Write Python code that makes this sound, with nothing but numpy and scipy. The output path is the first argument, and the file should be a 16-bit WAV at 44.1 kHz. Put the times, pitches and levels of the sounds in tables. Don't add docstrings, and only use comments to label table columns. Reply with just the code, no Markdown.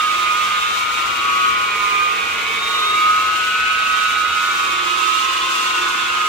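import sys
import numpy as np
from scipy import signal
from scipy.fft import rfft, irfft, next_fast_len
from scipy.io import wavfile
from scipy.ndimage import map_coordinates

SR = 44100
rng = np.random.default_rng(int(sys.argv[2]) if len(sys.argv) > 2 else 0)


def to_wav(s):
    ch = np.atleast_2d(s).T
    pcm = np.round(np.clip(ch, -1, 1) * 32767)
    wavfile.write(sys.argv[1], SR, pcm.astype(np.int16))


N = 276948
TIME_S = np.arange(N) / SR
RIPPLE_HZ, ROTOR_HZ = 120, 208.5
PAD_GEARING = 16.2
CUTOFF_HZ = 15750

# time_s, rotor_hz
SPEED = [(0.0, 207.3), (0.45, 205.4), (1.0, 206.9), (1.4, 209.8), (1.68, 205.7), (2.03, 204.2),
         (2.45, 205.1), (3.0, 207.4), (3.28, 211.4), (3.75, 212.4), (4.05, 211.2), (4.2, 209.9),
         (4.75, 208.9), (5.08, 212.0), (5.36, 211.9), (5.95, 208.5), (6.28, 208.2)]
# time_s, facing (0 side-on, 1 to the listener)
FACING = [(0.0, 0.46), (0.6, 0.29), (1.2, 0.057), (2.3, 0.029), (3.3, 0.2), (4.5, 0.47), (5.05, .97),
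          (5.75, 1), (6.28, 0.61)]
# ripple_multiple, level_db
HUM = [(1, -19.5), (2, -12.5), (3, -0.5), (4, -15.5), (5, -15)]
# time_s, level_db
DRONE = [(0.0, -44), (0.25, -43.5), (0.7, -56), (1.2, -45), (2.6, -47.5), (3.2, -43.5), (3.9, -55),
         (4.9, -37), (5.3, -43), (5.8, -38), (6.28, -44.5)]
# centre_hz, half_width_hz, level_db
SHELL_MODES = [(332, 7, 3), (367, 27, -3.5), (306, 5.3, -6)]
# centre_hz, half_width_hz, level_db
RUB_MODES = [(453.5, 13.4, 2), (409.6, 3.4, -2.5)]
# time_s, level_db
SHELL_RING = [(0.0, -51), (1.3, -45), (2.0, -40.5), (2.65, -38.5), (3.2, -48), (6.28, -46.5)]
# centre_hz, half_width_hz, level_db
SCUFF_MODES = [(548, 100, -0.5), (735, 32, -2.5), (848, 41, -0.5)]
# freq_hz, density_db
RUMBLE = [(20, -22), (35, -19), (50, -1), (62, -4), (78, 2), (98, -8), (130, -6), (170, -12.5), (260, -5),
          (600, -15.5)]
# freq_hz, density_db
HISS = [(2500, -13), (4400, 1.5), (5300, 1), (6800, 2), (8000, -2.5), (10000, -12.5), (12500, -22)]
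# freq_hz, density_db
SIZZLE = [(7500, -6), (9500, 2), (12500, 1.5), (15500, -0.5)]
# centre_hz, half_width_hz, level_db
GEAR_MODES = [(1017, 70, 6), (1198, 41, 2.5), (1463, 19, -1)]
# freq_hz, density_db
AIR = [(200, -20), (350, -22.5), (600, -12), (850, -13.5), (1100, 3.5), (1500, 0), (1800, -4.5), (2400, 1),
       (3000, -0.5), (3600, -2.5), (4100, -6), (4800, -16), (7000, -34)]
# centre_hz, half_width_hz, level_db
VENT_MODES = [
    [(2293, 158, -1), (2050, 54, -16)],
    [(2720, 150, 4), (2860, 66, -10)],
    [(3470, 160, 0)],
]
# side_on_db, facing_gain_db, speed_gain_db_per_hz
VENT_LEVELS = [(-29, -8, -0.2), (-33, 2, 1.05), (-45.5, 15.5, -0.6)]
# rotor_order, level_db
WEAK_ORDERS = [(4, -47.5), (8, -45), (10, -46), (14, -50), (15, -35), (16, -43.5), (24, -49), (31, -70),
               (42, -69), (72, -63)]
# rotor_order, side_on_db, facing_gain_db, speed_gain_db_per_hz
TURNING = [(11, -29, -16, -0.3), (13, -37, 8.5, 0.2)]
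# time_s, level_db
LOWER_WHINE = [(0.0, -47), (1.85, -24), (2.4, -51), (3.1, -24), (3.45, -47), (4.6, -48), (5.3, -24.5),
               (6.28, -27.5)]
# time_s, level_db
UPPER_WHINE = [(0.0, -30), (1.05, -26), (1.5, -23), (2.95, -28.5), (3.3, -18.5), (3.7, -17), (4.4, -20),
               (5.1, -26), (5.4, -48), (5.8, -21), (6.28, -19.5)]
# time_s, level_db
OCTAVE = [(0.0, -38), (0.3, -21), (0.7, -36), (1.55, -24), (1.95, -19), (3.25, -37.5), (3.62, -20),
          (4.4, -27), (6.28, -34)]
# time_s, level_db
WHISTLE = [(0.0, -36), (0.68, -27.5), (1.15, -36), (2.42, -38), (2.65, -20.5), (2.92, -18.5), (3.22, -47),
           (4.0, -26.5), (6.28, -40)]
# time_s, left_db, right_db, left_lead_rad
WHINE = [(0.0, -19, -16, 1.05), (0.42, -23, -18, 1.3), (0.66, -20, -21.5, 1.85), (0.8, -19, -32, 3),
         (1.02, -20, -32, 5), (1.2, -22.5, -33, 1.5), (1.46, -14, -19, 2.25), (1.7, -23.5, -25, 2.1),
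         (1.84, -24, -17.3, -2.15), (2.06, -19, -14.5, -2.0), (2.28, -35, -25.5, -4), (2.6, -42, -32.5, 0),
         (2.75, -20.5, -22, 1.2), (3.1, -14.3, -13, 1.28), (3.35, -18, -25.5, 0.76),
         (3.95, -28, -16.5, 1.24), (4.7, -31, -20.5, -1.8), (5.12, -32, -14.3, -4.5),
         (5.45, -22.5, -26, -4.5), (5.68, -21.5, -24, -4.5), (6.02, -28, -24, -5), (6.28, -22, -18, -6)]
# time_s, level_db
LOWER_SIDEBAND = [(0.0, -43), (0.75, -41), (1.42, -18.5), (1.9, -34), (2.8, -29), (4.15, -54),
                  (4.55, -26.5), (5.2, -22.5), (6.28, -34)]
# time_s, level_db
UPPER_SIDEBAND = [(0.0, -34), (0.7, -25.5), (1.4, -32), (1.8, -36), (3.1, -31), (3.5, -27), (4.5, -24),
                  (5.2, -40), (6.28, -28)]


def from_db(db):
    return 10 ** (np.asarray(db) / 20)


def rms_one(x):
    return x / np.sqrt(np.mean(np.abs(x) ** 2) + 1e-20)


def in_time(rows):
    time_s, *columns = np.transpose(rows)
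    return [np.interp(TIME_S, time_s, column) for column in columns]


def gain_along(curve):
    return from_db(in_time(curve)[0])


def following(db, facing_db, speed_db=0):
    facing, = in_time(FACING)
    speed_hz, = in_time(SPEED)
    return from_db(db + facing_db * facing + speed_db * (speed_hz - ROTOR_HZ))


def pan(left_over_right_db):
    return from_db(np.array([[left_over_right_db], [-left_over_right_db]]) / 2)


def drift(rate_hz):
    step, settle = 40, 2000
    pole = np.exp(-2 * np.pi * rate_hz * step / SR)
    noise = rng.standard_normal(N // step + settle + 2)
    slow = signal.lfilter([1], [1, -2 * pole, pole * pole], noise)[settle:]
    return np.interp(np.arange(N) / step, np.arange(len(slow)), rms_one(slow))


def coloured(spectrum):
    points_hz, db = np.transpose(spectrum)

    def gain_at(hz):
        ends = np.minimum(1, np.minimum(hz / points_hz[0], points_hz[-1] / hz)) ** 2
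        return ends * from_db(np.interp(np.log(hz), np.log(points_hz), db))
    return gain_at


def ringing(modes):
    def gain_at(hz):
        return sum(from_db(db) / np.sqrt(width_hz) / (1 + ((hz - centre_hz) / width_hz) ** 2)
                   for centre_hz, width_hz, db in modes)
    return gain_at


def shaped_noise(gain_at, alike, lead_rad=0):
    size = next_fast_len(N)
    hz = np.maximum(np.arange(size // 2 + 1) * SR / size, 1)
    spectra = rfft(rng.standard_normal((2, size))) * gain_at(hz)
    mid, side = spectra * np.sqrt([[1 + alike], [1 - alike]])
    ears = np.array([(mid + side) * np.exp(1j * lead_rad), mid - side])
    return rms_one(irfft(ears, size)[:, :N])


def whirring(gain_at, alike):
    def line(hz):
        off_line_hz = ((hz / ROTOR_HZ + .5) % 1 - .5) * ROTOR_HZ
        return 1 / (1 + (off_line_hz / 10) ** 2)

    def combed(hz):
        sidebands = line(hz - RIPPLE_HZ) + line(hz + RIPPLE_HZ)
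        return gain_at(hz) * np.sqrt(1 + 11 * line(hz) + 4.5 * sidebands)
    return shaped_noise(combed, alike, lead_rad=0.36)


def echoes(share, rate_hz):
    scattered = np.array([drift(rate_hz) + 1j * drift(rate_hz) for ear in range(2)])
    return np.sqrt(1 - share) + np.sqrt(share / 2) * scattered


def standing_waves():
    lead_rad = 1.3 * drift(.8)
    turn = np.exp(1j * lead_rad / 2)
    return np.array([turn, turn.conj()])


def tone(angle, gain):
    angle = angle + rng.uniform(0, 2 * np.pi)
    return np.sqrt(2) * (gain.real * np.cos(angle) - gain.imag * np.sin(angle))


def read_at(x, samples):
    return np.array([map_coordinates(ear, [samples], order=1, mode="mirror") for ear in x])


def near_walls(x):
    delays_s, echo_gain = (.0023, .0061, .0137), .42
    bounced = sum(read_at(x, (TIME_S - delay_s - .00025 * drift(.7)) * SR) for delay_s in delays_s)
    return (x + echo_gain * bounced) / np.sqrt(1 + len(delays_s) * echo_gain ** 2)


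def rotation():
    speed_hz, = in_time(SPEED)
    rotor = 2 * np.pi * np.cumsum(speed_hz + .15 * drift(14)) / SR
    pad = rotor / PAD_GEARING
    backlash_rad = .025 * drift(35)
    drag_rad = 0.013 * np.sin(2 * pad)
    return rotor + backlash_rad + drag_rad, pad, 2 * np.pi * RIPPLE_HZ * TIME_S


def drone(mains):
    ears = np.exp(1j * np.array([[1.2], [0]]))
    hum = sum(from_db(db) * tone(multiple * mains, ears * echoes(share=0.14, rate_hz=4.1))
              for multiple, db in HUM)
    shell = from_db(-5.0) * shaped_noise(ringing(SHELL_MODES), alike=1.0, lead_rad=0.94)
    return gain_along(DRONE) * (from_db(-2.5) * hum + shell) * pan(-3.5)


def foam_pad(pad):
    shared_surge = .5 * drift(10) + 0.34 * np.cos(pad + 1.9 * drift(6.8))
    surge = shared_surge + 0.5 * np.array([drift(10.0), drift(7.3)])
    grain_db = .9 * drift(300)

    hiss = following(db=-35.0, facing_db=4, speed_db=0.04) * from_db(1.56 * surge)
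    hiss = hiss * shaped_noise(coloured(HISS), alike=0.018) * pan(.4)

    sizzle = following(db=-43.5, facing_db=1.0) * from_db(2.0 * surge + grain_db)
    sizzle = sizzle * shaped_noise(coloured(SIZZLE), alike=.02) * pan(0.76)

    ring = gain_along(SHELL_RING) * shaped_noise(ringing(RUB_MODES), alike=1.0, lead_rad=1.6)
    scuff = following(db=-41.5, facing_db=-6)
    scuff = scuff * shaped_noise(ringing(SCUFF_MODES), alike=0.44, lead_rad=1.0)

    rumble = following(db=-46, facing_db=-4.5, speed_db=0.3)
    rumble = rumble * shaped_noise(coloured(RUMBLE), alike=0.87) * pan(-1.7)
    return hiss + sizzle + (ring + scuff) * pan(-3.5) + rumble


def housing(rotor, pad, mains):
    mains_chop = 0.036 * np.cos(mains) + 0.037 * np.cos(2 * mains)
    chop = rms_one(1 + mains_chop + 0.14 * np.cos(rotor) + 0.051 * drift(27))
    flutter = rms_one(1 + 0.27 * np.cos(2 * pad + 1.45 * drift(4.0)))

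    gears = following(db=-41, facing_db=10.5, speed_db=-0.3)
    gears = gears * whirring(ringing(GEAR_MODES), alike=0.47) * pan(-9.0)

    rush = following(db=-24.0, facing_db=0.95, speed_db=-0.02)
    rush = rush * whirring(coloured(AIR), alike=0.13) * pan(-2.8)

    vents = sum(following(*law) * whirring(ringing(modes), alike=0.66)
                for modes, law in zip(VENT_MODES, VENT_LEVELS))
    vents = flutter * vents * pan(-0.88)

    travel_samples = rotor / (2 * np.pi * ROTOR_HZ) * SR
    return chop * near_walls(read_at(gears + rush + vents, travel_samples))


def overtones(rotor, pad, mains):
    mains_throb = 0.14 * np.cos(mains) + 0.2 * np.cos(2 * mains)
    throb = rms_one(1 + mains_throb + 0.19 * np.cos(2 * pad))

    curves = [(5, LOWER_WHINE), (7, UPPER_WHINE), (12, OCTAVE), (18, WHISTLE)]
    orders = [(order, gain_along(curve)) for order, curve in curves]
    orders += [(order, following(*law)) for order, *law in TURNING]
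    strong = sum(gain * tone(order * rotor, standing_waves() * rms_one(echoes(share=0.18, rate_hz=4.2)))
                 for order, gain in orders)
    weak = sum(from_db(db) * tone(order * rotor, rms_one(echoes(share=0.99, rate_hz=1.9)))
               for order, db in WEAK_ORDERS)

    imbalance = following(db=-52.5, facing_db=-5.5) * tone(rotor, echoes(share=0.15, rate_hz=3.1))
    return throb * (from_db(-6.5) * strong + from_db(-5.5) * weak) + imbalance


def whine(rotor, pad, mains):
    left_db, right_db, lead_rad = in_time(WHINE)
    wobble = 1 + 0.1 * np.cos(2 * pad) + 0.11 * drift(20)
    paths = from_db([left_db, right_db]) * np.exp(1j * np.array([lead_rad, -lead_rad]) / 2)
    whine_angle = 6 * rotor
    out = tone(whine_angle, paths * wobble)
    for sign, curve in ((-1, LOWER_SIDEBAND), (1, UPPER_SIDEBAND)):
        room = standing_waves() * rms_one(echoes(share=0.35, rate_hz=2.1))
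        sideband = tone(whine_angle + sign * mains, room * wobble)
        out += from_db(-4.0) * gain_along(curve) * sideband
    return out


def scene():
    rotor, pad, mains = rotation()
    background = drone(mains) + foam_pad(pad) + housing(rotor, pad, mains)
    return background + overtones(rotor, pad, mains) + whine(rotor, pad, mains)


def record(dry):
    low_pass = signal.ellip(12, .1, 90, CUTOFF_HZ, fs=SR, output="sos")
    return signal.sosfilt(low_pass, dry)


dry = scene()
out = record(dry)
to_wav(out)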